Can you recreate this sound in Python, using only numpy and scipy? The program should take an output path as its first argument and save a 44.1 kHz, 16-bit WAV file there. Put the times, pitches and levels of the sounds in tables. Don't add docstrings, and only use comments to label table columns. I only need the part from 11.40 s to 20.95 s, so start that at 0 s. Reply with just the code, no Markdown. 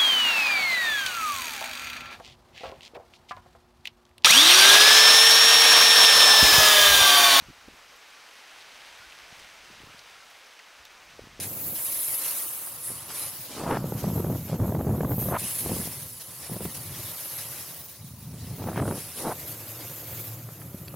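import sys
import numpy as np
from scipy import signal
from scipy.fft import rfft, irfft, next_fast_len
from scipy.io import wavfile
from scipy.ndimage import map_coordinates

SR = 44100
rng = np.random.default_rng(int(sys.argv[2]) if len(sys.argv) > 2 else 0)


def dump(signal):
    limited = np.clip(np.atleast_2d(signal).T, -1, 1)
    pcm = np.round(limited * 32767).astype(np.int16)
    wavfile.write(sys.argv[1], SR, pcm)


N = 421155
T = np.arange(N) / SR

# time of full load, hold, rise and release in seconds,
# scrape and hiss in dB, spray over hiss in dB.
TURNS = [(0, 0.35, .1, .1, -49, -32.5, -12), (0.348, 0.68, .012, 0.74, -47.5, -32, -4.5),
         (1.743, 0.58, 1, 0.51, -49, -52, -0.5), (2.463, 0.6, 0.12, 0.11, -53, -45, -4),
         (3.253, 1.5, 0.52, 0.57, -60.5, -47, -4), (3.986, 0.48, 0.015, 0.63, -44.5, -35.5, -4.5),
         (5.004, 0.42, 0.37, 0.39, -52.5, -41, -7), (5.698, 0.5, 1, 0.56, -46, -43.5, 0.5),
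         (7.605, 1.25, 0.63, 0.43, -48, -41, -5), (9.204, 0.41, 1, .3, -63.5, -48.5, -5.5)]
# time of full bite, hold, rise and release in seconds, scrape and hiss in dB.
SKIDS = [(0, 0.043, 0.015, .04, -41, -37), (0.357, 0.054, .012, 0.072, -47, -48),
         (0.462, 0.1, .03, .15, -44.5, -43), (0.603, 0.15, 0.095, .03, -48, -37.5),
         (0.81, 0.11, .04, 0.15, -43, -43), (1.245, 0.037, .03, .06, -53, -37.5),
         (1.439, 0.076, .015, 0.27, -53, -33.5), (1.695, .04, .015, .05, -47, -54),
         (1.755, 0.12, .03, 0.051, -44.5, -34.5), (2.107, 0.077, 0.055, 0.069, -45, -55),
         (2.578, 0.074, .025, .1, -46.5, -59), (3.088, 0.067, 0.026, .025, -47, -52),
         (3.8, 0.087, .05, 0.12, -48.5, -32), (4.041, 0.07, .03, .08, -44, -30),
         (4.333, .11, .05, .12, -51, -38.5), (4.799, 0.024, .01, .02, -45.5, -46),
         (5.032, 0.036, .02, 0.034, -48, -47), (5.106, 0.03, 0.016, 0.037, -50, -38.5),
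         (5.225, 0.033, .02, .03, -47, -37), (5.349, .025, 0.022, 0.035, -45.5, -36.5),
         (5.56, 0.054, .05, .08, -47.5, -46), (5.985, 0.029, .02, 0.067, -45, -42),
         (6.3, 0.22, .1, 0.65, -55, -58), (6.945, 0.44, 0.042, .06, -56, -68),
         (7.552, 0.052, 0.011, .05, -48, -39.5), (7.789, 0.037, 0.043, .06, -45.5, -35.5),
         (7.895, 0.036, .03, .02, -52, -41), (8.075, 0.022, .02, 0.035, -47, -33.5),
         (8.398, .03, .03, .05, -45.5, -50), (9.2, .03, .02, .03, -56, -39)]
# centre and half length in seconds, level in dB.
POWDER_PUFFS = [(0.26, 0.14, -36.5), (.55, 0.088, -39), (1.05, 0.072, -38), (1.22, 0.077, -41),
                (2.0, 0.078, -44), (3.77, 0.06, -41), (4.1, .04, -39), (4.42, 0.073, -44),
                (5.135, 0.022, -41), (5.245, .02, -39), (5.38, .06, -44), (6.4, 0.11, -43),
                (6.8, 0.25, -52.5), (7.222, 0.12, -47), (8.742, .16, -43)]
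# centre and half length in seconds, level in dB, pitch in Hz,
# glide in Hz per second.
SWISHES = [(0.606, 0.22, -31.5, 11650, -1500), (1.478, 0.04, -36.5, 10340, -7000),
           (1.819, 0.081, -37, 11300, -3000), (2.777, 0.023, -43, 12400, -5000),
           (2.882, 0.02, -47, 12400, -5000), (3.726, 0.034, -40, 13600, -6000),
           (3.839, 0.063, -34, 12700, -13000), (4.0, 0.01, -34.5, 9870, 5000),
           (4.187, 0.065, -33, 10880, 5000), (5.921, 0.24, -39.5, 11750, -1000),
           (7.459, 0.031, -45.5, 9530, 2000)]
# time in seconds, ratio of side to mid.
SPRAY_WIDTH = [(2.3, 0.56), (2.45, 0.17), (3.85, 0.23), (4.1, 0.2)]
# centre and half length in seconds, dip in dB.
UNWEIGHTINGS = [(2, .04, -3), (4.74, 0.059, -5.5), (6.674, 0.19, -4)]
SHELTERED_SPANS = [(.06, 0.353), (2.38, 3.975), (7.94, 9.7)]
# frequency in Hz, gain in dB.
CRUNCH_SPECTRUM = [(600, -15), (1100, -3.5), (1500, 0.5), (2000, 3), (2900, 3), (3500, 1), (4500, -5.5),
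                   (8000, -29)]
SCRAPE_SPECTRUM = [(1500, -30), (2900, -21.5), (3700, -3), (4500, -1.5), (5600, -0.5), (7300, -4),
                   (8600, -4), (10500, -1), (15000, -16)]
SIZZLE_SPECTRUM = [(6000, -27), (8000, -13.5), (9200, -6.5), (10000, -3.5), (10370, 0), (10900, -3),
                   (11500, -3), (12500, -26), (14500, -30)]
SPRAY_SPECTRUM = [(5000, -35), (6300, -10), (7300, -9), (8500, -13), (9900, -15), (11000, -1.5), (12000, 1),
                  (12800, 3), (13600, 0), (14600, -14), (16000, -31)]
POWDER_SPECTRUM = [(11500, -60), (13200, 2), (14000, -4), (15000, 3), (16000, -5)]
# frequency in Hz, gain in dB.
FLEX_SPECTRUM = [(25, -48), (45, -35), (70, -10.5), (95, -1), (112, -1.5), (135, -1), (165, -4), (220, -14),
                 (400, -18), (1000, -66)]
DECK_OPEN_SPECTRUM = [(110, -33), (210, -9.5), (310, -2.5), (410, -6.5), (560, 0), (680, -3.5), (850, -5),
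                      (1100, -5), (1400, -19), (1600, -12.5), (4000, -22)]
DECK_SHELTERED_SPECTRUM = [(110, -37), (210, -5), (310, 5), (410, -2.5), (540, 3.5), (660, -0.5), (850, -5),
                           (1100, -7.5), (1600, -11), (4000, -25.5)]
HUM_SPECTRUM = [(60, -56), (95, -8), (109, 4), (116, 13), (130, -41), (200, -78)]
HOLLOW_SPECTRUM = [(650, -21), (950, -5), (1150, -4.5), (1400, -6), (1560, -21), (2500, -43)]
# time in seconds, level in dB.
FLEX_LEVELS = [(0, -53), (.38, -57.5), (.85, -57), (1.0, -65), (1.42, -60), (1.56, -52.5), (2.0, -56.5),
               (4.03, -44.5), (4.55, -44.5), (4.8, -55), (5.25, -51), (5.47, -39), (5.8, -55.5),
               (6.1, -48.5), (6.45, -55.5), (7.0, -53), (7.7, -48.5), (9.4, -41)]
HUM_LEVELS = [(7.9, -71), (8.1, -51), (8.55, -50), (8.85, -41), (9.17, -45), (9.3, -46), (9.55, -71)]
HOLLOW_LEVELS = [(0, -77), (.9, -52), (1.45, -58), (1.8, -50.5), (2.05, -69), (2.42, -51), (2.6, -56),
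                 (2.8, -51), (3.05, -82), (3.3, -77), (4.8, -60), (6.0, -56.5), (6.6, -65), (9.55, -64)]
# time of full strength, hold and rise in seconds, large-eddy level in dB, # tilt in dB per
# step down in eddy size. The brief row at 1.5 s is a dull knock on the board, voiced by the same eddy noise.
GUSTS = [(0, 0.35, .05, -50, -8), (1.5, 0.0071, 0.0062, -45, -6), (2.195, .1, 0.17, -47.5, -0.5),
         (2.296, 0.055, 0.11, -40, 1.5), (2.41, 0.17, 0.1, -34.5, -16), (2.64, 0.32, 0.08, -30.5, -14),
         (2.986, 0.13, 0.046, -38, -22), (3.13, 0.032, 0.043, -31, -11), (3.196, 0.54, 0.011, -27.5, -12.5),
         (3.785, 0.15, 0.025, -29.5, -14.5), (3.922, 0.018, 0.02, -33.5, -2.5),
         (4.017, 0.032, .02, -44, -12), (4.26, 0.09, 0.091, -37, -8), (4.295, 0.11, 0.02, -33.5, -13),
         (4.393, 0.03, 0.055, -42, -14), (5.118, 0.17, 0.045, -40, -14.5), (6.616, 0.29, 0.076, -48.5, -40),
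         (6.921, 0.34, 0.079, -40.5, -19), (7.19, 0.059, 0.058, -41, -6.5),
         (7.272, 0.08, 0.065, -35.5, -10), (7.376, 0.14, .02, -32.5, -8.5), (7.527, 0.045, .03, -37.5, -6),
         (7.871, 0.037, 0.084, -39, -1)]
# frequency in Hz, gain in dB.
LARGE_EDDY_SPECTRUM = [(22, -36), (40, -58), (62, -9), (100, 1.5), (140, 1), (200, -4), (270, -12),
                       (420, -42), (900, -32), (2000, -90)]
MIDDLE_EDDY_SPECTRUM = [(90, -31), (200, -1.5), (290, 2), (480, -2), (700, -8.5), (950, -15), (1500, -29),
                        (4000, -79)]
SMALL_EDDY_SPECTRUM = [(350, -4), (700, 2), (950, 2.5), (1300, -1.5), (1700, -9.5), (2400, -17.5),
                       (3500, -28), (6000, -43), (12000, -65)]
WHOOSH_SPECTRUM = [(250, -32), (450, -3.5), (750, 1), (1000, -1.5), (1300, -8), (1900, -17), (3000, -31.5),
                   (6000, -51)]
# start in seconds, relative level in dB, pitch in Hz.
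LUMPS = [(1.271, -40.5, 890), (1.502, -41, 427), (1.702, -37, 1080), (4.909, -42, 7050),
         (5.25, -37.5, 3220), (9.215, -42.5, 1320)]
# start in seconds, peak before limiting in dB, weight of torn small eddies.
SLAPS = [(2.274, -19.5, 1), (2.309, -15.5, 1), (2.351, -19, 1), (2.368, -18, 0.97), (2.44, -19, .05),
         (2.52, -19, 0.14), (2.624, -27, .15), (2.639, -21.5, 0.15), (2.664, -25, .1), (2.675, -28, .1),
         (2.698, -24, .1), (2.723, -28, .1), (2.775, -18, 0.34), (2.8, -18.5, 0.15), (2.842, -18.5, 0.19),
         (2.866, -25, 0.089), (2.897, -20, 0.18), (2.949, -26.5, .15), (3.094, -23, .1),
         (3.128, -18.5, 0.12), (3.145, -23, .1), (3.197, -23.5, 0.3), (3.23, -26, .15), (3.246, -28, 0.14),
         (3.277, -26, .2), (3.286, -29, 0.14), (3.32, -21.5, 0.38), (3.346, -18.5, 0.55),
         (3.408, -19, 0.23), (3.467, -26, .15), (3.49, -21, 0.24), (3.509, -19, 0.18), (3.584, -26, .15),
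         (3.605, -14.5, 0.25), (3.63, -18, 0.17), (3.645, -16, 0.25), (3.716, -19, 0.32), (3.779, -24, .2),
         (3.822, -23.5, .2), (3.862, -28, .2), (3.884, -20, .15), (4.232, -32, .3), (4.259, -19, 0.21),
         (4.293, -20, .15), (4.34, -30, 0.35), (4.363, -26.5, 0.18), (4.454, -29, 0.069),
         (4.473, -28.5, .05), (5.094, -32, .05), (5.109, -35, .02), (5.13, -39, .1), (5.141, -30.5, .15),
         (5.154, -33, .4), (5.164, -23.5, 0.1), (5.205, -27, .15), (5.219, -31, .3), (5.251, -23, 0.23),
         (7.237, -23.5, 0.4), (7.271, -23, 0.97), (7.284, -18.5, 1), (7.297, -30, .6), (7.314, -23, .5),
         (7.328, -29, .8), (7.358, -23, 1), (7.374, -17, 0.94), (7.396, -19, 0.99), (7.42, -24, 1),
         (7.436, -25, .2), (7.451, -23, 0.99), (7.476, -20, 0.45), (7.508, -18.5, .95), (7.522, -23, .6),
         (7.576, -33, 0.66), (9.086, -34.5, 0.97), (9.342, -29, .08), (9.538, -30.5, 0.94)]
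# time of full strength, hold and rise in seconds, level in dB,
# nominal pitch in Hz, climb in octaves per second.
WHOOSHES = [(2.301, 0.0098, 0.12, -37, 940, 2), (2.327, 0.044, 0.065, -38, 1660, 1),
            (3.945, 0.025, 0.055, -26.5, 1149, 7), (7.286, .008, 0.032, -42, 1505, -0.5),
            (7.373, .028, .05, -41.5, 2200, 0), (7.865, 0.062, 0.1, -31, 729.6, 5.5)]
# start in seconds, peak in dB.
BINDING_TICKS = [(9.477, -38), (9.482, -27)]
# frequency in Hz, gain in dB, time to fall 60 dB in seconds.
BINDING_MODES = [(1940, -9, .015), (2600, 3, 0.0088), (3320, -4, 0.022), (4000, -5, .02), (4530, 4, 0.015)]


def amp(db):
    return 10 ** (np.asarray(db) / 20)


def unit(x):
    return x / np.sqrt(np.mean(x ** 2))


def power_sum(gains):
    return np.sqrt(sum(g ** 2 for g in gains))


def curve(points):
    return np.interp(T, *np.transpose(points))


def swell(full_s, hold_s, rise_s, release_s):
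    return 10 ** -(np.maximum(full_s - T, 0) / rise_s + np.maximum(T - full_s - hold_s, 0) / release_s)


def bell(centre_s, half_s):
    return np.exp(-.5 * np.minimum(((T - centre_s) / half_s) ** 2, 200))


def burst(start_s, rise_s, decay_s):
    first = int(start_s * SR)
    span = slice(first, min(N, first + SR // 10))
    age_s = T[span] - T[first]
    envelope = (1 - np.exp(-age_s / rise_s)) * np.exp(-age_s / decay_s)
    return span, age_s, envelope / envelope.max()


def walk(rate_hz):
    knots = rng.standard_normal(N // 16)
    steps = np.arange(0, T[-1] * rate_hz + 1, 1 / 4)
    drift = np.interp(T * rate_hz, steps, map_coordinates(knots, [steps], order=2, mode="wrap"))
    return drift / drift.std()


def colour(x, spectrum):
    hz, db = np.transpose(spectrum)
    size = next_fast_len(N + 4096, real=True)
    bins_hz = np.maximum(np.fft.rfftfreq(size, 1 / SR), 1)
    gain = amp(np.interp(np.log(bins_hz), np.log(hz), db))
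    return irfft(rfft(x, size) * gain, size)[:N]


def noise(spectrum, drive=1):
    return unit(colour(rng.standard_normal(N) * drive, spectrum))


def butter(x, hz, kind, order):
    return signal.sosfilt(signal.butter(order, hz, kind, fs=SR, output="sos"), x)


def sheltered(fade_s=0.02):
    return sum(np.clip(.5 + np.minimum(T - start_s, end_s - T) / fade_s, 0, 1)
               for start_s, end_s in SHELTERED_SPANS)


def mic_gain(open_db, sheltered_db):
    return amp(open_db + (sheltered_db - open_db) * sheltered())


def load():
    return amp(sum(db * bell(centre_s, half_s) for centre_s, half_s, db in UNWEIGHTINGS))


def carving():
    gains = [amp([[-57.5], [-55], [-71]])]
    for *timing_s, scrape_db, hiss_db, spray_db in TURNS:
        gains.append(amp([[scrape_db], [hiss_db], [hiss_db + spray_db]]) * swell(*timing_s))
    for *timing_s, scrape_db, hiss_db in SKIDS:
        gains.append(amp([[scrape_db], [hiss_db], [hiss_db - 14]]) * swell(*timing_s))
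    return power_sum(gains)


def grains(spectrum, chatter, grain_db, rate_hz, width):
    fractures = chatter * amp(grain_db * walk(rate_hz))
    return np.array([noise(spectrum, fractures), width * noise(spectrum, fractures)])


def band_flicker(x, patch_hz=330, patch_s=.024, depth_db=2.2):
    hz, times_s, bands = signal.stft(x, SR, nperseg=512)
    knots = rng.standard_normal((SR // 100, N // 400))
    grid = np.meshgrid(hz / patch_hz, times_s / patch_s, indexing="ij")
    patches = unit(map_coordinates(knots, grid, order=2, mode="wrap"))
    return signal.istft(bands * unit(amp(depth_db * patches)), SR, nperseg=512)[1][:, :N]


def edge(scrape_gain, hiss_gain, spray_gain):
    width = curve(SPRAY_WIDTH)
    puffs = [amp(db) * bell(centre_s, half_s) for centre_s, half_s, db in POWDER_PUFFS]
    chatter = amp(0.85 * walk(24) + 0.71 * walk(110) + 0.45 * walk(1300))
    crunch = grains(CRUNCH_SPECTRUM, chatter, grain_db=0.04, rate_hz=280, width=0.016)
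    scrape = grains(SCRAPE_SPECTRUM, chatter, grain_db=0.5, rate_hz=720, width=0.76)
    sizzle = grains(SIZZLE_SPECTRUM, chatter, grain_db=-0.8, rate_hz=340, width=0.18)
    spray = grains(SPRAY_SPECTRUM, chatter, grain_db=0, rate_hz=150, width=width)
    powder = grains(POWDER_SPECTRUM, chatter, grain_db=1, rate_hz=370, width=2.1 * width)
    crunch *= scrape_gain * load() * mic_gain(open_db=-4, sheltered_db=-5.5)
    scrape *= scrape_gain * mic_gain(0.24, -2.5)
    sizzle *= hiss_gain * mic_gain(-3, -13)
    spray *= spray_gain * mic_gain(-0.7, 4)
    powder *= power_sum([spray_gain * mic_gain(-3, -2)] + puffs)
    mid, side = band_flicker(crunch + scrape + sizzle + spray + powder + swishes(chatter))
    mid = butter(mid, 70, "highpass", order=2)
    side = butter(side, 3000, "highpass", order=14)
    return np.array([mid + side, mid - side])


def board(scrape_gain, pivot_db=-49, growth_db_per_db=0.64):
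    flex_gain, hum_gain = amp(curve(FLEX_LEVELS)), amp(curve(HUM_LEVELS))
    bumps = walk(35)
    hum = noise(HUM_SPECTRUM) * hum_gain
    rattle_gain = amp(pivot_db) * (scrape_gain / amp(pivot_db)) ** growth_db_per_db
    share, jolts = sheltered(), amp(bumps)
    deck_open = amp(-3.5) * noise(DECK_OPEN_SPECTRUM, jolts)
    deck_sheltered = amp(-0.5) * noise(DECK_SHELTERED_SPECTRUM, jolts)
    deck = rattle_gain * ((1 - share) * deck_open + share * deck_sheltered)
    drone_gain = np.sqrt(np.maximum(flex_gain ** 2 - hum_gain ** 2, 0.46 * flex_gain ** 2))
    drone = noise(FLEX_SPECTRUM, amp(2 * bumps + 1.7 * walk(9))) * drone_gain
    return drone + hum + deck * load()


def hollow_ring():
    return noise(HOLLOW_SPECTRUM) * amp(curve(HOLLOW_LEVELS)) * load()


def gusts(release_s=0.042, middle_db=5.5):
    return power_sum(amp([[db], [db + tilt_db + middle_db], [db + 2 * tilt_db]])
                     * swell(*timing_s, release_s) for *timing_s, db, tilt_db in GUSTS)


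def vortices(rate_hz=140, jitter=.55):
    gaps_s = np.exp(jitter * rng.standard_normal(N // 100)) / rate_hz
    arrivals = (np.cumsum(gaps_s) * SR).astype(int)
    return unit(np.bincount(arrivals[arrivals < N], minlength=N))


def eddies(spectrum, spikes, drive, spike_share):
    flow = np.sqrt(spike_share) * spikes + np.sqrt(1 - spike_share) * rng.standard_normal(N)
    return unit(colour(flow * drive, spectrum))


def wind(ceiling=0.12):
    large_gain, middle_gain, small_gain = gusts()
    puffs = np.tanh(.35 * walk(30) + .6 * walk(120))
    spikes = vortices()
    large = amp(2.5) * noise(LARGE_EDDY_SPECTRUM, amp(7.2 * puffs))
    middle = amp(1.34) * eddies(MIDDLE_EDDY_SPECTRUM, spikes, amp(5.5 * puffs), spike_share=0.6)
    small = amp(5) * eddies(SMALL_EDDY_SPECTRUM, spikes, amp(8.5 * puffs), spike_share=0.36)
    pressure = large_gain * large + middle_gain * middle + small_gain * small + slaps() + whooshes()
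    return pressure / (1 + (pressure / ceiling) ** 4) ** (1 / 4)


def swishes(chatter, half_band_hz=1320, width=0.21):
    white = rng.standard_normal((2, N)) + 1j * rng.standard_normal((2, N))
    band = butter(white, half_band_hz, "lowpass", order=2)
    carrier = np.zeros(N, complex)
    for centre_s, half_s, db, hz, hz_per_s in SWISHES:
        near = np.abs(T - centre_s) < 4 * half_s
        offset_s = T[near] - centre_s
        cycles = (hz + hz_per_s * offset_s / 2) * offset_s
        carrier[near] += amp(db) * bell(centre_s, half_s)[near] * np.exp(2j * np.pi * cycles)
    hiss = (band * carrier).real / band.real.std()
    fractures = unit(chatter * amp(walk(460)))
    return hiss * fractures * np.array([[1], [width]])


def lumps():
    out = np.zeros(N)
    for start_s, db, hz in LUMPS:
        span, _, envelope = burst(start_s, rise_s=.001, decay_s=0.0056)
        grit = noise([(hz / 3, -22), (hz, 0), (hz * 2, -13), (hz * 8, -35)])
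        out[span] += amp(db - 3.5) * envelope * grit[span]
    return out


def slaps(swing_hz=165, front_s=.0037):
    out = np.zeros(N)
    middle, small = noise(MIDDLE_EDDY_SPECTRUM), noise(SMALL_EDDY_SPECTRUM)
    for start_s, db, torn in SLAPS:
        span, age_s, envelope = burst(start_s, rise_s=0.0024, decay_s=0.0078)
        puff = (age_s / front_s) ** 2 * np.exp(-(age_s / front_s) ** 2)
        front = amp(-6.5) * unit(middle[span] * puff) + torn * amp(-6) * unit(small[span] * puff)
        swing = amp(-6) * unit(envelope * np.sin(2 * np.pi * swing_hz * age_s))
        blow = front + swing
        out[span] += amp(db) * blow / np.abs(blow).max()
    return out


def whooshes(reference_hz=1000, release_s=0.0097):
    flutter = amp(np.tanh(1.5 * walk(170)))
    rasp = noise(WHOOSH_SPECTRUM, flutter)
    out = np.zeros(N)
    for *timing_s, db, hz, octaves_per_s in WHOOSHES:
        speed = hz / reference_hz * 2 ** np.clip(octaves_per_s * (T - timing_s[0]), -1, 1 / 2)
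        gliding = map_coordinates(rasp, [np.cumsum(speed) % (N - 1)], order=1)
        out += amp(db) * swell(*timing_s, release_s) * gliding
    return out


def binding():
    out = np.zeros(N)
    for start_s, peak_db in BINDING_TICKS:
        age_s = np.maximum(T - start_s, 0)
        ring = sum(amp(db) * np.sin(2 * np.pi * hz * age_s) * amp(-60 * age_s / t60_s)
                   for hz, db, t60_s in BINDING_MODES)
        out += amp(peak_db) * ring / (np.abs(ring).max() + 1e-9)
    return out


def scene():
    scrape_gain, hiss_gain, spray_gain = carving()
    snow = edge(scrape_gain, hiss_gain, spray_gain)
    return snow + board(scrape_gain) + hollow_ring() + lumps() + wind() + binding()


def record(dry):
    top_hz = 15850
    return signal.sosfilt(signal.ellip(12, .1, 80, top_hz, fs=SR, output="sos"), dry)


dry = scene()
out = record(dry)
dump(out)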